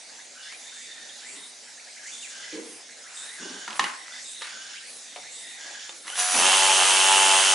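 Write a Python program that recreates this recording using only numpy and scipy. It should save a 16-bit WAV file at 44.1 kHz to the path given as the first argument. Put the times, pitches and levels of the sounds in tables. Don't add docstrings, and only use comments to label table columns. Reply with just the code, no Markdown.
import sys
import numpy as np
from scipy import signal
from scipy.fft import rfft, irfft
from scipy.io import wavfile
from scipy.ndimage import uniform_filter1d

SR = 44100
rng = np.random.default_rng(int(sys.argv[2]) if len(sys.argv) > 2 else 0)


def elevation(decibels):
    levels = np.asarray(decibels, float)
    return 10 ** (levels / 20)


def wrap_up_sound(samples):
    columns = np.atleast_2d(samples).T
    tamed = np.clip(columns, -1, 1)
    steps = np.round(tamed * 32767).astype(np.int16)
    wavfile.write(sys.argv[1], SR, steps)


N = 332514


def evened(x):
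    return x / np.sqrt(np.mean(x ** 2) + 1e-20)


def read(points, hz):
    f, value = np.transpose(points)
    return np.interp(np.log(hz + 1), np.log(f + 1), value)


def add(mix, start_s, sound):
    part = mix[round(start_s * SR):][:len(sound)]
    part += sound[:len(part)]


def resonate(x, hz, width_hz):
    turn = np.exp(2j * np.pi * np.cumsum(hz * np.ones(len(x))) / SR)
    r = np.exp(-np.pi * width_hz / SR)
    return 2 * (turn * signal.lfilter([1 - r], [1, -r], x / turn + 1e-18)).real


def resonate_twice(x, hz, width_hz, ratio):
    return resonate(resonate(x, hz, width_hz), hz, ratio * width_hz)


def coloured(x, points):
    size = x.shape[-1]
    return irfft(rfft(x) * elevation(read(points, np.fft.rfftfreq(size, 1 / SR))), size)


def thinned(x, hz):
    return signal.sosfilt(signal.butter(3, hz, "high", fs=SR, output="sos"), x)


def drift(size, hz):
    low_pass = signal.butter(2, hz, fs=SR, output="sos")
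    return evened(signal.sosfiltfilt(low_pass, rng.standard_normal(size)))


def grit(size, per_s, spread_db):
    sizes = elevation(spread_db * np.minimum(rng.exponential(1, size), 3))
    return evened(rng.standard_normal(size) * (rng.random(size) < per_s / SR) * sizes)


# centre in Hz, width in Hz, level in dB.
FAN_HUM = [(117.6, 15, -84.5), (244, 12.5, -74.5)]


def fan():
    return sum(elevation(db) * evened(resonate_twice(rng.standard_normal(N), hz, width_hz, 2))
               for hz, width_hz, db in FAN_HUM)


# frequency in Hz, density in dB per Hz.
CHORUS_SPECTRUM = [(15, -64), (25, -31), (188, -16.5), (248, -5.5), (373, -8.5), (482, -3), (782, -1.5),
                   (1150, -9.5), (2010, 2), (3180, -2.5), (3710, 1.5), (4910, 1.5), (6840, 2.5), (9770, -4),
                   (11100, -9), (14400, -43), (22000, -120)]
# frequency in Hz, correlation (-1 to 1).
CHORUS_LIKENESS = [(25, 0.99), (170, 0.92), (490, 0.73), (1400, 0.68), (4010, 0.77), (11500, 0.74)]
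# centre in seconds, half length in seconds, change in dB.
INSECT_LULLS = [
    (0.05, 0.55, -2.5),
    (1.58, 0.25, -2),
    (2.85, 0.17, -2),
    (6.014, 0.038, -3.5),
]


def chorus():
    frames, hz = N // 256 + 5, np.fft.rfftfreq(1024, 1 / SR)
    a, b, c, d, patches = rng.standard_normal((frames, 513, 5)).T
    patches = evened(uniform_filter1d(uniform_filter1d(patches, 10, 0), 14, 1))
    same = np.clip(read(CHORUS_LIKENESS, hz), -1, 1)[:, None]
    left = a + 1j * b
    right = same * left + np.sqrt(1 - same ** 2) * (c + 1j * d)
    z = np.array([left, right])
    z *= elevation(read(CHORUS_SPECTRUM, hz)[:, None] + 2.36 * patches)
    frame_s = np.arange(frames) * 256 / SR
    lull_db = sum(db * np.exp(-((frame_s - s) / half_s) ** 2) for s, half_s, db in INSECT_LULLS)
    z *= elevation(np.outer(np.clip(hz / 2500, 0, 1), lull_db))
    air = signal.istft(z, nperseg=1024, noverlap=768)[1][:, :N]
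    return elevation(-44.5) * elevation(0.3 * drift(N, 0.87)) * evened(air)


# start in seconds, end in seconds, level in dB.
BUZZES = [
    (2.273, 2.598, -45.5),
    (3.359, 3.701, -44),
    (4.446, 4.801, -45.5),
    (5.556, 5.915, -45),
]
# resonance in Hz, width in Hz, level in dB.
ABDOMEN_MODES = [(3500, 38, 0.5), (4510, 41, 0.5), (5250, 120, 1), (5710, 90, 2.5), (6260, 33, -23),
                 (6500, 55, 0)]


def buzz():
    out = np.zeros(N)
    spectrum = [(2000, -31), (3500, 1.5), (5500, -9), (7200, 6.0), (7800, -28), (11000, -40)]  # Hz, dB
    for start_s, end_s, db in BUZZES:
        clicks = grit(round((end_s - start_s) * SR), 4000, 0.73)
        wide = coloured(clicks, spectrum)
        bands = sum(elevation(d) * resonate(clicks, hz, max(width_hz, 120)) for hz, width_hz, d in ABDOMEN_MODES)
        body = evened(evened(wide) + 1.5 * evened(bands))
        add(out, start_s, elevation(db) * body * signal.windows.tukey(len(clicks), .35))
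    return out


# start in seconds, length in seconds, top in Hz, level in dB.
CHIRPS = [(0.084, .05, 2010, -58), (0.182, 0.034, 2220, -51.5), (0.342, 0.13, 1660, -52),
          (0.441, .12, 2540, -47.5), (0.642, 0.065, 2540, -54), (0.708, 0.18, 2360, -51.5),
          (1.211, 0.11, 2600, -48.5), (1.662, 0.046, 1790, -56), (1.77, 0.038, 2600, -53),
          (1.865, 0.052, 2740, -53.5), (1.961, 0.028, 2440, -49), (2.029, 0.088, 2680, -47.5),
          (2.885, 0.054, 2384, -54), (2.967, 0.067, 2330, -55), (3.059, .04, 2520, -50),
          (3.203, 0.17, 2165, -50.5), (4.101, 0.11, 1920, -50), (4.738, 0.061, 3580, -47),
          (4.798, 0.11, 2610, -52), (5.053, 0.058, 2270, -60), (5.221, 0.083, 2420, -51)]
# start in seconds, length in seconds, pitch in Hz, level in dB.
HELD_NOTES = [(.37, 0.12, 2880, -53), (.42, 0.1, 3500, -51), (0.562, 0.65, 3570, -51),
              (0.855, 0.35, 1805, -53.5), (1.348, 0.13, 3660, -49), (1.982, 0.066, 1650, -53),
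              (2.106, 0.141, 3500, -46), (2.401, 0.23, 1984, -52), (3.028, 0.11, 1325, -57),
              (3.155, 0.165, 3645, -45), (3.933, 0.313, 1920, -50), (4.114, 0.091, 3500, -48.5),
              (4.227, 0.24, 3694, -46), (5.032, 0.42, 3630, -53), (5.327, 0.26, 3626, -48.5),
              (5.381, 0.41, 1890, -51)]
# start in seconds, length in seconds, first pitch in Hz, level in dB.
FALLS = [
    (2.215, 0.071, 3290, -46),
    (3.35, 0.0485, 2130, -46),
]
# start in seconds, length in seconds, first Hz, last Hz, level in dB.
RASPS = [
    (0.382, 0.19, 4500, 6030, -47.5),
    (0.497, 0.21, 9600, 10100, -51.5),
    (0.55, 0.37, 6500, 6840, -49.5),
    (0.699, 0.24, 6900, 9100, -54),
    (0.9, 0.31, 9800, 10000, -63),
    (1.118, 0.23, 4000, 4320, -47.5),
    (1.228, 0.16, 4500, 8300, -60),
    (1.949, 0.48, 6140, 7600, -43.5),
    (4.097, 0.2, 3970, 7250, -44),
    (4.9, 0.23, 7500, 7500, -53),
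]
# start in seconds, level in dB.
CLIMBS = [
    (1.23, -46),
    (3.109, -43.5),
    (4.189, -45),
    (5.28, -45.5),
]
# delay in seconds, length in seconds, first Hz, last Hz, width in Hz, dB.
CLIMB_STEPS = [
    (0, 0.18, 7400, 8260, 1100, 1),
    (0.064, 0.27, 9100, 9200, 1800, -2.5),
]
BUZZ_HUM_HZ = [1560, 1500, 1500, 1600]


def songs():
    whistles = [(s, n, 1424, top_hz, 200, db) for s, n, top_hz, db in CHIRPS]
    whistles += [(s, n, hz, 1.025 * hz, 144 + 0.016 * hz, db) for s, n, hz, db in HELD_NOTES]
    whistles += [(s, n, hz, 1560, 200, db) for s, n, hz, db in FALLS]
    rasps = [(s, n, first_hz, last_hz, 1750, db) for s, n, first_hz, last_hz, db in RASPS]
    for s, db in CLIMBS:
        for delay_s, n, first_hz, last_hz, width_hz, step_db in CLIMB_STEPS:
            rasps.append((s + delay_s, n, first_hz, last_hz, width_hz, db + step_db))
    for (s, end_s, db), hz in zip(BUZZES, BUZZ_HUM_HZ):
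        n = end_s - s
        whistles.append((s, n, hz, 1.07 * hz, 200, db - 3.5))
        whistles.append((s + .03, n - .03, 1.92 * hz, 3080, 350, db - 7))
        rasps.append((end_s, 0.24, 10100, 10100, 1800, db - 2.5))
    return whistles, rasps


def tymbal_part(length_s, first_hz, last_hz, width_hz, db, edge, steady):
    size = round(length_s * SR)
    hz = np.linspace(first_hz, last_hz, size) * (1 + .011 * drift(size, 35))
    clicks = grit(size, 1500, 2.0) + 2.0 * rng.standard_normal(size)
    clicks = clicks + steady * np.cos(2 * np.pi * np.cumsum(hz) / SR) * np.sqrt(width_hz / SR)
    voice = evened(resonate_twice(clicks, hz, width_hz, 5.6))
    return elevation(db + 2.5 * drift(size, 30)) * voice * signal.windows.tukey(size, edge)


def cicada():
    sung = np.zeros(N)
    whistles, rasps = songs()
    for parts, edge, steady in (whistles, .3, 3.2), (rasps, .7, 0):
        for start_s, *part in parts:
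            add(sung, start_s, tymbal_part(*part, edge, steady))
    return thinned(sung, 1040) + buzz()


# start in seconds, attack in seconds, fade in seconds, low rub in dB, grit in dB.
SCUFFS = [(1.28, 0.08, 0.19, -55.5, -57), (2.522, 0.0095, 0.3, -36.5, -50.5),
          (3.385, 0.038, 0.26, -42.5, -48.5), (3.672, 0.0057, 0.2, -52, -39.5),
          (3.79, 0.0062, 0.18, -42.5, -33.5), (4.43, 0.016, 0.11, -72, -39.5),
          (3.08, 0.053, 0.37, -72, -48.5), (5.16, 0.0044, 0.047, -52, -43.5),
          (5.64, 0.018, 0.17, -67, -50.5), (6.04, 0.026, 0.11, -63, -44),
          (6.335, 0.016, 0.28, -38.5, -31.5), (5.88, 0.014, .07, -53, -51), (3.52, .02, 0.14, -48.5, -59)]
# factor on the sole's resonances, grit centre in Hz.
SCUFF_STROKES = [(0.87, 980), (0.987, 680), (0.796, 820), (0.69, 1120), (0.785, 1600), (1.02, 1850),
                 (1.55, 1540), (1.26, 680), (1.07, 670), (0.97, 1300), (0.817, 850), (1.1, 970),
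                 (0.84, 1100)]
# resonance in Hz, width in Hz, level in dB.
SOLE_MODES = [(237, 21, -2), (326.6, 33, 0), (390, 51, -4), (450, 47, -4.5)]


def scuffs():
    out = np.zeros(N)
    for (start_s, attack_s, fade_s, low_db, grit_db), (factor, grit_hz) in zip(SCUFFS, SCUFF_STROKES):
        t = np.arange(0, attack_s + fade_s, 1 / SR)
        rise = elevation(-11 * np.clip(1 - t / attack_s, 0, 1))
        fall = np.clip((t - attack_s) / fade_s, 0, 1) ** 1.53
        slips = grit(len(t), 3000, 1.5)
        low = sum(elevation(d) * resonate_twice(slips, hz * factor, width_hz, 3) for hz, width_hz, d in SOLE_MODES)
        low = evened(thinned(low, 220 * factor))
        high = evened(thinned(resonate(slips, grit_hz, 0.62 * grit_hz), 0.56 * grit_hz))
        sound = elevation(low_db - 28 * fall) * low + elevation(grit_db - 13.5 * fall) * high
        ends = np.minimum(1, np.minimum(t / 0.0019, (t[-1] - t) / (0.14 * fade_s)))
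        add(out, start_s, sound * rise * ends)
    return out


# time in seconds, peak in dB, main ring in Hz, t60 in seconds, brightness in dB.
KNOCKS = [(0.523, -30, 1880, 0.04, 5), (1.094, -37, 3270, 0.079, -12), (3.678, -21.5, 1410, 0.042, -1),
          (3.705, -24.5, 980, 0.045, 4), (3.729, -25.5, 1450, .03, 5), (3.756, -29, 1460, .03, 4),
          (3.766, -30, 2840, 0.029, 3), (3.794, -7, 1050, 0.038, -1.5), (3.795, -10.5, 1820, 0.027, -15),
          (3.802, -24, 3000, .03, -3), (3.811, -19, 1095, 0.078, -11), (3.821, -26, 3200, .03, 9),
          (3.848, -21.5, 2950, 0.043, -8), (3.867, -25, 1500, .03, -7), (3.886, -25.5, 1030, .03, -7),
          (3.9, -29, 1090, 0.025, -2), (3.841, -11.5, 1970, 0.024, 0), (4.081, -30, 1560, 0.027, 5),
          (4.41, -30, 3650, 0.033, 0), (4.418, -24, 1720, 0.06, 5), (4.422, -29, 4150, 0.038, 2),
          (4.4255, -27, 3900, 0.037, -6), (4.47, -27, 1500, 0.034, 5), (5.16, -27, 715, 0.064, 0),
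          (5.164, -34, 2280, .04, 3), (5.454, -54, 3755, 0.04, -4), (5.892, -26.5, 3600, 0.043, 0),
          (6.07, -44, 2880, 0.034, 3), (6.079, -21.5, 1980, 0.024, 5), (6.1, -24, 2970, 0.027, -2),
          (6.155, -23, 3500, 0.049, 0), (6.346, -14.5, 2550, 0.032, -1)]
# mode in Hz, level in dB, t60 in seconds.
TOOL_MODES = [(851, 0, 0.053), (2961, 0, 0.033), (4700, -9, 0.014), (5238, -8, 0.011), (5642, -33, 5.0),
              (6708, -5, 0.01), (7445, -23, 0.044), (8172, -27, 5.0)]
# frequency in Hz, level in dB.
CRACK_SPECTRUM = [(150, -33), (400, -12), (1000, 1.5), (3000, 1), (5000, -6), (10000, -16)]


def knocks():
    out, t = np.zeros(N), np.arange(4000) / SR
    detunes = rng.uniform(.92, 1.08, (len(KNOCKS), len(TOOL_MODES)))
    for (s, db, hz, t60_s, bright_db), detune in zip(KNOCKS, detunes):
        body = sum(elevation(d - 60 * t / min(.035, ring_s)) * np.sin(2 * np.pi * f * q * t)
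                   for (f, d, ring_s), q in zip(TOOL_MODES, detune))
        main = elevation(-60 * t / t60_s) * np.sin(2 * np.pi * hz * t)
        noise = evened(coloured(rng.standard_normal(len(t)), CRACK_SPECTRUM))
        crack = elevation(bright_db - 60 * t / (0.79 * t60_s)) * noise
        tick = elevation(bright_db - 8 - 60 * t / 0.0049) * rng.standard_normal(len(t))
        sound = (main + 0.34 * body + crack + tick) * np.minimum(t / 0.00091, 1)
        add(out, s, elevation(db) * sound / abs(sound).max())
    out = thinned(out, 280)
    thud = elevation(-55 - 60 * t / .2) * np.sin(2 * np.pi * 70 * t)
    add(out, 3.795, thud)
    return out


TRIGGER_S, SPINS_AT_S, RISE_S, LOADED_AT_S, BITE_S = 6.07, 6.14, 0.056, 6.345, .11
RING_ORDER, LOWER_ORDER = 9, 8
# time in seconds, ninth order in Hz, effort in dB, case ring in dB, lower ring in dB.
CRANKING = [(6.399, 851, -23, -1, 0), (6.46, 853.4, -22.5, 0, -5), (6.505, 842.7, -26, -5, 5),
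            (6.54, 867.7, -23, 1, 1), (6.601, 861.6, -28.5, 1, -4), (6.635, 867, -25, 4.5, 3),
            (6.7, 861.5, -26.5, 0, -4), (6.765, 856, -24.5, 0, -5), (6.814, 832.7, -23.5, 1, 6),
            (6.878, 857.2, -26, 1, -2), (7.051, 857.8, -25, 3.5, -4), (7.091, 865.2, -23, 2, 2),
            (7.309, 866, -24, 1, -0.5), (7.4, 863, -24.5, -2, 2.5), (7.44, 866, -29.5, -2, -4),
            (7.51, 861, -26.5, -4, -2), (7.54, 852, -25.5, 3, 3)]


def shaft_turns(t, bite):
    s, ninth_hz = np.transpose(CRANKING)[:2]
    free_ninth_hz = 821
    speed_hz = (free_ninth_hz + bite ** 2 * (np.interp(t, s, ninth_hz) - free_ninth_hz)) / 9
    speed_hz = speed_hz * (1 - .008 * np.exp(-np.maximum(t - SPINS_AT_S, 0) / .04))
    speed_hz = speed_hz * (1 - .07 * np.sin(np.pi * bite) ** 2)
    return np.cumsum(speed_hz * (1 + .004 * drift(len(t), 14))) / SR


IDLE_DB = [-45, -45, -44.5]
FREE_DB = [-34.5, -47, -26]
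LOADED_DB = [-24, -24, -22]
FREE_SAG_DB = [0.5, 6, 4]
EFFORT_SHARE = [1., 0.4, 0.036]


def layer_levels_db(t, bite):
    s, _, effort_db, _, _ = np.transpose(CRANKING)
    effort = np.interp(t, s, effort_db - np.mean(effort_db))
    spun = np.clip((t - SPINS_AT_S) / RISE_S, 0, 1)
    full_s = SPINS_AT_S + RISE_S
    sag = np.sin(np.pi * np.clip((t - full_s) / (LOADED_AT_S - full_s), 0, 1))
    layers = zip(IDLE_DB, FREE_DB, LOADED_DB, EFFORT_SHARE, FREE_SAG_DB)
    drone_db, ring_db, hiss_db = (
        idle + spun * (free - idle) - sag_db * sag + bite * (loaded - free + share * effort)
        for idle, free, loaded, share, sag_db in layers)
    return drone_db, ring_db + 4 * np.sin(np.pi * bite), hiss_db


# multiple of the crank speed, level in dB.
CRANK_ORDERS = [(1, -38), (2, -32), (3, -28), (4, -11), (5, -17), (6, -13), (7, -8), (8, -5), (9, -1),
                (10, -5), (11, -7), (12, -9), (13, -6), (14, -11), (15, -10), (16, -12), (17, -11),
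                (18, -9), (19, -15), (20, -16), (21, -14), (22, -15), (23, -14), (24, -14), (25, -16),
                (26, -17), (27, -17), (28, -10), (29, -7), (34, -10), (35, -15)]
# multiple of the crank speed, level in dB.
FREE_ORDERS = [(1, -47), (2, -33), (3, -35), (4, -26), (5, -20), (6, -21), (7, -7), (8, 0), (9, -12),
               (10, -8), (11, -6), (12, -8), (13, -8), (14, -6), (15, -6), (16, -5), (17, -13), (18, -3)]


def crank_drone(t, turns, load):
    s, _, _, case_db, lower_db = np.transpose(CRANKING)
    free_orders = dict(FREE_ORDERS)
    drone = np.zeros(len(t))
    for k, db in CRANK_ORDERS:
        case = np.interp(t, s, case_db * (k == RING_ORDER) + lower_db * (k == LOWER_ORDER))
        level_db = load * (db + case) + (1 - load) * free_orders.get(k, -40)
        level_db = level_db + (1.0 + 2.3 * load) * drift(len(t), 25)
        slide = 7.1 / (1 + np.exp((k - 7.1) / .55))
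        smear = .03 * (1 - load) * k ** 2
        drone += elevation(level_db) * np.cos(2 * np.pi * k * turns + slide + smear)
    drone = drone / np.sqrt(np.mean(drone[load > 0] ** 2))
    return drone * elevation(2.5 * (1 - load)) * np.clip((t - 6.163) / 0.015, 0, 1)


# multiple of the motor shaft speed, level in dB.
MOTOR_ORDERS = [(1, -68), (1.5, -63), (2, -61), (3, -45), (8, -50), (39.4, -42)]


def motor_whine(turns):
    return sum(elevation(db + 3.2 * drift(len(turns), 4.8)) * np.cos(2 * np.pi * k * 1.745 * turns)
               for k, db in MOTOR_ORDERS)


GEAR_GUSTS = [
    (.8, .06, .65),
    (.92, .05, .6),
    (.33, .08, .3),
]


def gear_rattle(turns):
    gate = .75 + sum(size * np.exp(-(((turns - share + .5) % 1 - .5) / half) ** 2)
                     for share, half, size in GEAR_GUSTS)
    return gate * (rng.standard_normal(len(turns)) + .35 * grit(len(turns), 3000, 2.5))


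# share of the turn, level in dB.
HOUSING_BLOWS = [
    (.95, 0),
    (.32, -4),
    (.49, -4),
]
# resonance in Hz, width in Hz, level in dB.
HOUSING_MODES = [(2754, 127, -1), (3020, 220, 1), (3300, 270, -10.5)]


def housing_ring(turns, rattle):
    size = len(turns)
    blows = np.zeros(size)
    for share, db in HOUSING_BLOWS:
        passed = np.floor(turns - share + .012 * drift(size, 150))
        blows += elevation(db) * (np.diff(passed, prepend=0) > 0)
    blows = blows * elevation(2.5 * rng.standard_normal(size))
    drive = evened(blows) + .28 * evened(rattle)
    return evened(sum(elevation(db) * resonate_twice(drive, hz, width_hz, 3) for hz, width_hz, db in HOUSING_MODES))


# frequency in Hz, density in dB per Hz.
GEAR_SPECTRUM = [(88, -64), (150, -35), (325, -29), (600, -19.5), (860, -13), (1300, -10), (2160, -8.5),
                 (3040, -7), (4430, -9), (6470, -8), (9610, -8), (11100, -9), (14400, -47)]
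# centre in Hz, width in Hz, level in dB.
LOADED_PEAKS = [(5000, 170, -34), (6300, 230, -2), (8420, 130, -1.5), (9590, 110, 0)]
# centre in Hz, width in Hz, level in dB.
FREE_PEAKS = [(1720, 190, -5), (6000, 110, 8), (6900, 190, -2), (10200, 550, 4.5), (10700, 180, -2)]


def gear_hiss(t, rattle):
    seated = np.clip((t - LOADED_AT_S - .05) / 0.042, 0, 1)
    loaded, free = (sum(elevation(db) * resonate(rattle, hz, width_hz) for hz, width_hz, db in modes)
                    for modes in (LOADED_PEAKS, FREE_PEAKS))
    return evened(coloured(rattle + seated * loaded + (1 - seated) * free, GEAR_SPECTRUM))


# start in seconds, length in seconds, first Hz, last Hz, level in dB.
SQUEAKS = [
    (6.112, 0.033, 2820, 3200, -38),
    (6.122, 0.029, 1395, 1560, -37.5),
]


def squeaks():
    out = np.zeros(N)
    for start_s, length_s, first_hz, last_hz, db in SQUEAKS:
        hz = np.linspace(first_hz, last_hz, round(length_s * SR))
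        tone = np.sin(2 * np.pi * np.cumsum(hz) / SR) * np.hanning(len(hz)) ** .5
        add(out, start_s, elevation(db + 2 * drift(len(hz), 150)) * tone)
    return out


def starter():
    t = np.arange(TRIGGER_S, N / SR, 1 / SR)
    bite = np.clip((t - LOADED_AT_S) / BITE_S, 0, 1)
    load = np.clip((t - LOADED_AT_S) / 0.052, 0, 1)
    turns = shaft_turns(t, bite)
    drone_db, ring_db, hiss_db = layer_levels_db(t, bite)
    rattle = gear_rattle(turns)
    shake_spectrum = [(20, -50), (150, -32), (280, -8), (430, 5), (600, -8), (1000, -50)]  # Hz, dB
    shake = elevation(-55.5) * evened(coloured(rattle, shake_spectrum))
    drone = elevation(drone_db - 1.17) * crank_drone(t, turns, load)
    ring = elevation(ring_db - 1.5) * housing_ring(turns, rattle)
    hiss = elevation(hiss_db + 2.5) * gear_hiss(t, rattle)
    out = np.array([np.zeros(N), squeaks()])
    add(out[0], TRIGGER_S, drone + load * (shake + motor_whine(turns)))
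    add(out[1], TRIGGER_S, ring + hiss)
    return out


# frequency in Hz, t60 in seconds.
PORCH_T60 = [(200, 0.22), (1000, 0.54), (4000, 0.22), (10000, 0.15)]


def porch(x):
    taps = np.zeros((2, SR // 2))
    at = np.arange(200, SR // 2 - 20, 20) + rng.integers(0, 20, (2, (SR // 2 - 201) // 20))
    np.put_along_axis(taps, at, rng.choice([-1., 1.], at.shape), 1)
    hz, t, z = signal.stft(taps, SR, nperseg=256)
    tail = signal.istft(z * elevation(-60 * t / read(PORCH_T60, hz)[:, None]), SR, nperseg=256)[1]
    return signal.fftconvolve(x[None], tail / np.linalg.norm(tail[0]), axes=1)[:, :N]


def scene():
    background = fan() + chorus()
    insect = cicada()
    hands = knocks() + scuffs()
    drone, clatter = starter()
    send = elevation(-14) * drone + elevation(-9.0) * clatter + elevation(-6.0) * insect + elevation(-10.0) * hands
    return drone + clatter + insect + hands + porch(thinned(send, 310)) + background


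def top_cut(x):
    return signal.sosfilt(signal.butter(12, 11180, fs=SR, output="sos"), x)


# frequency in Hz, left-right difference in dB.
MIC_LEAN = [(60, -0.15), (170, -0.11), (490, -0.29), (1400, -0.27), (4010, -1.85), (11500, 0.1)]


def record(dry):
    lean_db = read(MIC_LEAN, np.fft.rfftfreq(N, 1 / SR))
    leaned = irfft(rfft(dry) * elevation(np.outer([.5, -.5], lean_db)), N)
    limited = 1.2 * np.tanh(leaned / 1.2)
    low_pass = signal.firwin(1023, 11030, window=("kaiser", 9), fs=SR)
    mix = signal.oaconvolve(limited, low_pass[None], "same")
    return top_cut(mix)


dry = scene()
out = record(dry)
wrap_up_sound(out)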